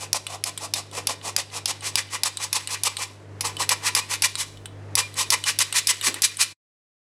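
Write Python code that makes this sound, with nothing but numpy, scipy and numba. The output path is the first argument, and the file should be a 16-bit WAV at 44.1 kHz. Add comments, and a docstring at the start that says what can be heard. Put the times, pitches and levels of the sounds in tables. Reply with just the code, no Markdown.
"""A steel flour sifter, worked by a hand squeezing its lever over a bowl in a small kitchen.
Each squeeze clacks the lever and each release ticks: noise bursts with decaying steel modes.
In between, wire blades sweep the mesh: uneven grit that rings the cup's wall and the air inside it.
Room echo, fridge hum, deep rumble and a dull knocking lie behind. The camera's gain control
ducks everything after loud strokes at the microphone; the sound fades out quickly at the end."""
import sys
import numpy as np
from scipy import signal
from scipy.fft import rfft, irfft, next_fast_len
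from scipy.io import wavfile
from scipy.ndimage import uniform_filter1d, minimum_filter1d
from numba import njit

SR = 44100
rng = np.random.default_rng(int(sys.argv[2]) if len(sys.argv) > 2 else 0)


def to_wav(sig):
    """Store sig (one row per channel, or 1-D mono) as 16-bit WAV at the path in sys.argv[1].

    Samples outside -1..1 are clipped; the rate is SR.
    """
    pcm = np.clip(np.atleast_2d(sig), -1, 1) * 32767
    pcm = np.round(pcm).astype(np.int16)
    wavfile.write(sys.argv[1], SR, pcm.T)  # frames by channels


N = 312228
T = np.arange(N) / SR


def undb(db):
    """Decibels to an amplitude factor."""
    return 10 ** (np.asarray(db) / 20)


def unit(x):
    """Scales to rms 1."""
    return x / np.sqrt(np.mean(x ** 2))


def curve(rows, column=1):
    """One column of a table joined by straight lines over time."""
    rows = np.array(rows)
    return np.interp(T, rows[:, 0], rows[:, column])


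def colour(x, points):
    """Filters by a (f/Hz, level/dB) spectrum; gain 1 for white noise."""
    size = next_fast_len(len(x))
    hz, db = np.transpose(points)
    bins_hz = np.arange(1, size // 2 + 2) * SR / size
    gain = undb(np.interp(np.log(bins_hz), np.log(hz), db))
    return irfft(rfft(x, size) * unit(gain), size)[:len(x)]


def ring(x, hz, t60):
    """One decaying mode as a two-pole resonator; gain 1 for white noise."""
    r = np.exp(-np.log(1000) / (max(t60, 1e-3) * SR))
    poles = [1, -2 * r * np.cos(2 * np.pi * hz / SR), r * r]
    return signal.lfilter([1, 0, -1], poles, x) * np.sqrt((1 - r * r) / 2)


@njit
def moving_band(x, hz, width):
    """State-variable band-pass with a moving centre and width in Hz."""
    y, band, low = np.empty(len(x)), 0., 0.
    for i in range(len(x)):
        g, k = np.tan(np.pi * hz[i] / SR), width[i] / hz[i]
        v = (band + g * (x[i] - low)) / (1 + g * (g + k))
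        band, low, y[i] = 2 * v - band, low + 2 * g * v, k * v
    return y


def walk(rate):
    """Random levels held 1 / rate s and slewed; spread 1."""
    k = int(SR / rate)
    steps = np.repeat(rng.standard_normal(N // k + 1), k)
    return unit(uniform_filter1d(steps, k)[:N])


def blows(events, body, modes, snap_db, crack_t60, scatter_db):
    """Each blow: a snap and a noisy rattle in the part's colour, plus modes with new strengths every time."""
    out, t = np.zeros(N), np.arange(4096) / SR
    hz, db, t60 = np.transpose(modes)[:, :, None]
    for s, level_db, low_db, high_db, length in events:
        strength, detune, phase = rng.standard_normal((3, len(modes), 1))
        fall = -np.log(1000) * t / length
        tones = undb(db + scatter_db * strength) * np.sin(2 * np.pi * (hz * (1 + 0.0089 * detune) * t + phase))
        modes_sum = np.sum(tones * np.exp(fall / t60), axis=0)
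        crack = rng.standard_normal(len(t)) * (np.exp(fall / crack_t60) + 1.6 * np.exp(fall / 0.011))
        crack[20] += undb(snap_db)
        blow = (modes_sum + colour(crack, body)) * np.minimum(t / .0003, 1)
        blow = colour(blow, [(2000, low_db), (5000, 0.002), (9000, high_db)])
        blow[-1024:] = 0
        onset_rms = np.sqrt(np.mean(blow[:128] ** 2))
        at = int(s * SR)
        out[at:at + len(t)] += undb(level_db) * blow / onset_rms / 3
    return out


# lever clack at each squeeze: t/s, relative onset level/dB, low colour/dB, high colour/dB, ring length factor
CLACKS = [(0.13, 2, -8.5, -4, 0.55), (0.4392, -3.5, -4, -1, 0.49), (0.7375, -4.5, -4, -4.5, 1.14),
          (1.0707, -5, 0, -4.5, 0.84), (1.3643, -2, -1.5, 1, 0.36), (1.6572, -4.5, 1.5, -7, 0.81),
          (1.9557, -1.5, 3, 0, 0.63), (2.2342, -1.5, 4, -2, 0.86), (2.5287, -4, 4, 1.7, 1.3),
          (2.835, -5, -2.5, 1.5, 1.3), (3.4085, -13, 4.5, 0, 1.9), (3.692, -2.5, 4.5, -0.5, 1.1),
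          (3.9499, 1, 2, 0, 1.4), (4.2211, -0.5, 3, -1, 2.2), (4.9537, -3, -3, 2.5, 0.65),
          (5.3035, 1.5, 0, 0, 1.2), (5.5881, 0.5, 1.5, -0.5, 1.9), (5.871, 3, -5, 1, 1.3),
          (6.2201, 0.5, -6.5, 1, 1.8)]
# noisy body of the clack: f/Hz, spectral level/dB
CLACK_BODY = [(530, -38), (900, -9), (1390, -21), (2160, -9), (3150, -8.5), (3560, -7.5), (4070, -8),
              (4950, 0), (6390, -3), (7040, -9), (7570, -4), (8450, -8.5), (10100, -1.5), (14300, -19),
              (16500, -50)]
# lever modes before scatter: f/Hz, level/dB, t60/s before the ring length factor
CLACK_MODES = [(2470, -12.5, .03), (3640, -11, 0.053), (4680, -7.5, .025), (5060, -7.5, .025),
               (5760, -12, 0.035), (6300, -11.5, 0.015), (8000, -13, 0.018), (9440, -11.5, .025),
               (10550, 2.5, 0.013)]


def lever_clacks():
    """The squeezed lever strikes: a bright crack over short steel modes."""
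    return undb(6.5) * blows(CLACKS, CLACK_BODY, CLACK_MODES, snap_db=14.0, crack_t60=0.05, scatter_db=3.5)


# spring tick at each release: t/s, relative onset level/dB, low colour/dB, high colour/dB
TICKS = [(0.2669, -7.5, 4, 0.5), (0.576, -10.5, -0.5, 5), (0.913, -29, -5.5, -1), (1.2136, -27, 5.5, -9.5),
         (1.501, -29, 2, -9), (1.8078, -23, -6, -8.5), (2.0887, -29, 0.11, -15), (2.371, -8, -3.5, -0.5),
         (2.6733, -9.5, -2, 0.11), (2.9683, -9, 2, -4.5), (3.5678, -18.5, -3, -2.5),
         (4.3543, -4.5, -4, -4.5), (4.5725, -28.5, -14, -11.5), (4.6572, -17.5, 8, 6.5),
         (5.141, -22.5, -8.5, -2), (5.4394, -4.5, 0.11, 1), (5.7258, -3.5, 0.5, 2), (6.012, -6.5, 7, 5.5),
         (6.1424, -7, 7.5, 6.3), (6.37, -9.5, 1.5, 13)]
# noisy body of the tick: f/Hz, spectral level/dB
TICK_BODY = [(530, -44.5), (900, -14.5), (1960, -9.5), (2590, -8.5), (3430, -2.5), (4020, 0), (4830, -9.5),
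             (6310, -16), (8870, 0.5), (9540, -7.5), (10400, -17.5), (11700, -12), (12800, -27.5),
             (15500, -35.5), (16500, -50.5)]
# spring modes before scatter: f/Hz, level/dB, t60/s before the ring length factor
TICK_MODES = [(2990, -7.5, 0.045), (3300, -17, 0.012), (3630, -14, 0.024), (3870, -15, 0.045),
              (8100, -12.5, .012), (8740, -9, 0.022), (9300, -16, .018)]
TICK_LENGTH = 1.02  # ring length factor of every tick


def spring_ticks():
    """The released spring ticks: a crack over modes that vary more from blow to blow than the clack's."""
    events = [(*row, TICK_LENGTH) for row in TICKS]
    return undb(5) * blows(events, TICK_BODY, TICK_MODES, snap_db=12.5, crack_t60=0.038, scatter_db=8.5)


# blade sweeps: full speed at t/s, speed-up/s, hold/s, slow-down/s, scrape level/dB,
# then cup boom level/dB and wall ring level/dB relative to the scrape
SWEEPS = [(0.025, 0.044, 0.0009, 0.045, -23, -2.8, -8), (0.16, 0.036, 0.01, 0.015, -14.5, -5.5, -10),
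          (0.34, 0.092, 0.001, 0.037, -25.5, -2.7, -7), (0.467, 0.026, 0.021, 0.018, -18, -5.5, -9.5),
          (0.638, 0.059, 0.016, 0.026, -25.5, -3.5, -8), (0.763, 0.013, 0.021, 0.034, -20.5, -2.5, -7.5),
          (0.982, 0.077, 0.00091, 0.036, -25, -1.5, -8.5), (1.097, 0.019, 0.0081, 0.047, -20, -4, -7.5),
          (1.284, 0.073, 0.001, 0.033, -23.7, -2.4, -9.5), (1.385, 0.027, 0.016, 0.031, -19, -3.5, -9),
          (1.57, 0.069, 0.001, 0.035, -23.5, -4.5, -7.5), (1.681, 0.011, 0.03, 0.016, -17.5, -6.7, -7.6),
          (1.875, 0.056, 0.00091, 0.033, -18.5, -4.5, -9), (1.98, 0.014, 0.0059, 0.038, -14.5, -6, -8),
          (2.141, 0.044, 0.005, 0.04, -20, -3, -8.5), (2.259, 0.015, 0.017, 0.016, -12.5, -6.5, -6),
          (2.439, 0.052, 0.004, 0.022, -17, -7, -7.5), (2.56, 0.021, 0.007, 0.02, -10.5, -6.0, -8),
          (2.727, 0.045, 0.018, 0.018, -18, -7, -6.2), (2.864, 0.028, 0.01, 0.013, -11.5, -5.5, -8),
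          (2.995, 0.02, 0.004, 0.024, -22, -2.5, -10), (3.027, 0.035, 0.004, 0.028, -20, -4, -8),
          (3.455, 0.016, 0.001, 0.054, -20, 0, -7.4), (3.606, 0.019, 0.018, 0.03, -21, -3.5, -7.5),
          (3.716, 0.02, 0.01, 0.02, -11.5, -6, -6.5), (3.868, 0.04, 0.013, 0.021, -13, -3, -5.5),
          (3.971, 0.018, 0.021, 0.017, -10.5, -4.5, -9), (4.117, 0.031, 0.023, 0.029, -14.5, -7.5, -9),
          (4.247, 0.026, 0.01, 0.023, -7.5, -10.5, -11.5), (4.403, 0.034, 0.011, 0.029, -12.5, -10.5, -11),
          (4.988, 0.021, 0.0027, 0.034, -10, -5.5, -9), (5.201, 0.041, 0.014, 0.031, -13, -6.5, -9.5),
          (5.328, 0.017, 0.012, 0.017, -6.6, -9.5, -11.5), (5.482, 0.035, 0.01, 0.038, -10, -12, -11),
          (5.614, 0.024, 0.0073, 0.017, -5, -12, -9), (5.775, 0.049, 0.0095, 0.025, -6, -12, -11.5),
          (5.895, 0.017, 0.009, 0.024, -3, -14, -9.5), (6.063, 0.045, 0.0066, 0.039, -7, -13.5, -10),
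          (6.15, 0.014, 0.01, 0.064, -32, -1.5, 1.5), (6.245, 0.022, 0.0057, 0.023, -3.5, -18.5, -11.5),
          (6.416, 0.028, 0.0096, 0.024, -3.5, -14.2, -11)]
# drop one speed-up or slow-down time away from full speed; how round the top is
SLACK_DB, SLACK_BEND = 22.5, 1.57
TRICKLE_DB_PER_S = 132  # how fast the loose flour fades after a sweep
# the blades stay still this long after a clack or tick, then catch on
PLAY_S, TAKE_UP_S = 0.0065, 0.0093


def stroke(spread, trickle_db, column=None):
    """Level of all sweeps: blades speed up, hold, slow down, then loose flour trickles on."""
    power = np.full(N, 1e-9)
    for row in SWEEPS:
        s, rise, hold, fall, db = row[:5]
        near = slice(max(int((s - .25) * SR), 0), int((s + .5) * SR))
        early = np.maximum(s - T[near], 0)
        late = np.maximum(T[near] - s - hold, 0)
        slack = early / (max(rise, 1e-3) * spread[0]) + late / (max(fall, 1e-3) * spread[1])
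        # levels are doubled in dB because powers add
        shape = undb(-2 * SLACK_DB * slack ** SLACK_BEND)
        shape += (late > 0) * undb(2 * (trickle_db - TRICKLE_DB_PER_S * late))
        last_blow = max([s - 1] + [b[0] for b in CLACKS + TICKS if b[0] < s])
        shape *= np.clip((T[near] - last_blow - PLAY_S) / TAKE_UP_S, 0, 1) ** 2
        power[near] += shape * undb(2 * (db + (row[column] if column else 0)))
    return np.sqrt(power)


# wires on the mesh: f/Hz, spectral level/dB
MESH = [(760, -47.5), (1300, -7), (1430, -2.5), (2010, -4), (2190, -4.5), (2490, -2), (2740, -5.5),
        (5180, 2), (6470, 1), (10100, -1.5), (14200, -19.5), (15300, -41), (16500, -81.5)]
# air in the cup, rising overall as the flour runs out: t/s, f/Hz, width/Hz,
# level of the rustle below it/dB, level of the mesh treble over 11 kHz/dB
CUP_AIR = [(0, 860, 505, -10, -1), (1.3, 912, 450, -6, -3.5), (2.2, 1015, 344, -13, -3),
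           (3.3, 990, 332, -14.5, 0.5), (4.2, 1022, 300, -13.5, 0.5), (5.0, 1063, 280, -13.5, 0),
           (6.6, 1130, 298, -20, 0.7)]


def mesh_scrape(high, mid):
    """Wires rasp on the mesh; the two drives share its spectrum, split by slopes at 2700 Hz."""
    hz, db = np.transpose(MESH)
    slope_db = 40 * np.log2(hz / 2700)
    rasp = colour(high, np.c_[hz, db + np.minimum(slope_db, 0)])
    treble = signal.sosfiltfilt(signal.butter(3, 11000, "high", fs=SR, output="sos"), rasp)
    rasp = rasp + (undb(curve(CUP_AIR, column=4)) - 1) * treble
    return rasp + undb(-1.5) * colour(mid, np.c_[hz, db - np.maximum(slope_db, 0)])


def cup_air(boom):
    """The air column answers in a band with steep sides; a little flour rustle lies below it."""
    hz, width = curve(CUP_AIR), 2 * curve(CUP_AIR, column=2)
    band = boom
    for _ in range(3):
        band = moving_band(band, hz, width)
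    rustle = colour(boom, [(250, -17.5), (420, -4.5), (530, 1.5), (650, 0.0), (900, -20.0), (2000, -59.5)])
    return undb(12.5) * band + undb(curve(CUP_AIR, column=3)) * rustle


# steel wall of the cup: f/Hz, level/dB, t60/s
WALL = [(1010, -14.5, 0.058), (1130, -25, 0.035), (1895, -12, 0.052), (2022, -13, 0.032),
        (2363, -16, 0.039), (2980, -20.5, 0.035), (3610, -18, .04), (4030, -15.5, 0.016),
        (4450, -28, 0.032), (4727, -23, .03), (5270, -24, .035), (5850, -16, .04), (6460, -25, 0.038),
        (7800, -9, 0.014), (9130, -16, .04), (10400, -22.5, .025)]


def cup_wall(boom, mid, high):
    """Wall modes rung by the grit; moving wires reach each mode only at times."""
    out = np.zeros(N)
    free_db = np.interp(T, [0, 6.5], [-4, 2.1])  # less damped as the flour runs out
    for hz, db, t60 in WALL:
        drive = boom if hz < 1400 else mid if hz < 2700 else high * undb(-8)
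        out += undb(db + free_db) * ring(drive * undb(3.6 * walk(10)), hz, t60)
    return out


def sweeps():
    """Wires skip over the mesh as dense uneven grit; it rings the wall and the air in the cup."""
    grit = unit(rng.standard_normal(N) * undb(1.2 * walk(900) + 1.1 * walk(120)))
    # spreads are factors on (speed-up, slow-down): boom and wall start sooner, the wall stops later
    high = grit * stroke((1, 1), trickle_db=-18.5)
    boom = grit * stroke((1.31, 0.99), trickle_db=-16, column=5) * undb(2.4 * walk(45))
    mid = grit * stroke((1.26, 1.28), trickle_db=-15, column=6) * undb(2.5 * walk(45))
    return undb(-0.5) * (cup_air(boom) + mesh_scrape(high, mid) + cup_wall(boom, mid, high))


# the wall now and then sings on after a sweep: t/s, length/s, f/Hz, level/dB
SINGS = [(3.054, 0.047, 1006, -45), (4.013, 0.029, 2480, -27), (5.015, 0.047, 2400, -27.5),
         (5.239, 0.016, 2464, -35.5), (6.291, 0.014, 2425, -27.5)]


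def singing():
    """Near-pure wall tones that waver, hold and die."""
    out = np.zeros(N)
    for s, length, hz, db in SINGS:
        attack = np.clip((T - s) / .004, 0, 1)
        decay = undb(-60 * np.maximum(T - s - length, 0) / 0.045)
        tone = np.sqrt(2) * np.sin(2 * np.pi * hz * T)
        out += undb(db + 1.2 * walk(60)) * attack * decay * tone
    return out


ROOM_T60_S, ROOM_TREBLE_T60_S, ROOM_DB = .45, 0.15, -12


def room(x):
    """Hard kitchen walls: a noisy tail that loses its treble first."""
    t = np.arange(int(.6 * SR)) / SR
    noise = rng.standard_normal(len(t))
    dull = colour(noise, [(300, 11.5), (1000, -7.0), (4000, 0.5), (12000, -21.5)])
    bright = undb(1.5) * colour(noise, [(1000, -0.3), (8000, -4.5), (15000, -14.5)])
    tail = dull * undb(-60 * t / ROOM_T60_S) + bright * undb(-60 * t / ROOM_TREBLE_T60_S)
    tail *= np.minimum(t / 0.0015, 1)
    return undb(ROOM_DB) * signal.fftconvolve(x, tail / np.sqrt(np.sum(tail ** 2)))[:N]


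# fridge motor: f/Hz, relative level/dB
HUM = [(100, 0), (149.5, -11), (300, -14)]
# soft hiss: f/Hz, spectral level/dB
KITCHEN = [(45, -29), (70, -15.5), (120, -16.5), (200, -12), (400, -8.5), (700, -15), (1200, -20.5),
           (2000, -23.5), (3500, -33), (6500, -37), (9000, -41), (11500, -48.5), (16000, -73.5)]
# hum and hiss drift together: t/s, level/dB
HUM_DB = [(0, -36.5), (1.4, -39), (2.0, -38.5), (3.1, -40.5), (3.5, -37.5), (4.0, -35), (5.0, -36.5),
          (5.4, -36), (6.0, -35.5), (6.6, -40.5)]


def fridge():
    """Wavering motor tones over a soft hiss."""
    hum = np.zeros(N)
    for hz, db in HUM:
        tone = np.sqrt(2) * np.sin(2 * np.pi * (hz * T + rng.random()))
        hum += undb(db + 1.2 * walk(11)) * tone
    hiss = undb(-5) * unit(colour(rng.standard_normal(N), KITCHEN))
    return undb(curve(HUM_DB)) * (hum + hiss)


# the deep rumble swells: t/s, half width/s, level/dB
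SWELLS = [(3.5, .12, -58.5), (4.2, .13, -56), (4.58, .18, -45), (5.3, 0.11, -46.5), (5.87, .07, -60),
          (6.07, .07, -58)]
RUMBLE_DB = -73.5  # between swells


def deep_rumble():
    """Noise around 36 Hz under bell-shaped swells."""
    rumble = unit(colour(rng.standard_normal(N), [(15, -29.5), (25, -16), (36, -3.5), (48, -15.5), (90, -58.5)]))
    swell = undb(RUMBLE_DB) + sum(undb(db) * np.exp(-((T - s) / width) ** 2) for s, width, db in SWELLS)
    return swell * rumble


THUD_S, THUD_DB, THUD_RISE_S, THUD_T60_S = 6.09, -21.5, 0.027, 0.4


def dull_knocking():
    """Uneven noise, strongest near 340 Hz, that rises once and dies away."""
    uneven = rng.standard_normal(N) * undb(2.7 * walk(50.3))
    thud = unit(colour(uneven, [(150, -26.5), (240, 0.0), (340, 7.0), (500, -5.5), (800, -5.5),
                                (1600, -10.5), (3000, -33.5)]))
    rise = np.clip(1 + (T - THUD_S) / THUD_RISE_S, 0, 1)
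    return rise * undb(THUD_DB - 60 * np.maximum(T - THUD_S, 0) / THUD_T60_S) * thud


def scene():
    """The sifter and its echo in front, the kitchen behind."""
    sifter = lever_clacks() + spring_ticks() + sweeps()
    background = fridge() + deep_rumble() + dull_knocking()
    return (sifter + room(sifter) + singing() + background)[None]


@njit
def follow(x, e, attack, release):
    """Follows a level from start value e: quickly up, slowly down."""
    out = np.empty(len(x))
    for i in range(len(x)):
        e += (x[i] - e) * (attack if x[i] > e else release)
        out[i] = e
    return out


# peaks over the knee lose this share of their excess in dB; the follower starts at full scale
GAIN_KNEE_DB, GAIN_SLOPE, GAIN_START_DB = -14.5, 0.56, 0
GAIN_ATTACK_S, GAIN_RELEASE_S, GAIN_SLEW_S = 0.0022, 0.28, 0.03
TOP_HZ = 16600
# overall level, steady until the closing fade: t/s, level/dB
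FADE = [(6.525, -2.5), (6.537, -23), (6.55, -46), (6.575, -60), (6.6, -120)]


def record(dry):
    """At the microphone: gain control ducks after peaks, the loudest are rounded; fade-out and cut top."""
    peaks = -minimum_filter1d(-np.abs(dry[0]), size=44)  # highest within 1 ms
    heard = follow(peaks, 1. * undb(GAIN_START_DB), 1 / (GAIN_ATTACK_S * SR), 1 / (GAIN_RELEASE_S * SR))
    cut_db = GAIN_SLOPE * np.maximum(20 * np.log10(heard) - GAIN_KNEE_DB, 0)
    keep = np.exp(-1 / (GAIN_SLEW_S * SR))
    slewed_db = signal.lfilter([1 - keep], [1, -keep], cut_db, zi=cut_db[:1])[0]
    ducked = dry * undb(-slewed_db)
    rounded = ducked / (1 + (ducked / .85) ** 6) ** (1 / 6)
    low_pass = signal.ellip(8, .2, 70, TOP_HZ, fs=SR, output="sos")
    return signal.sosfilt(low_pass, rounded * undb(curve(FADE)))


dry = scene()
out = record(dry)
to_wav(out)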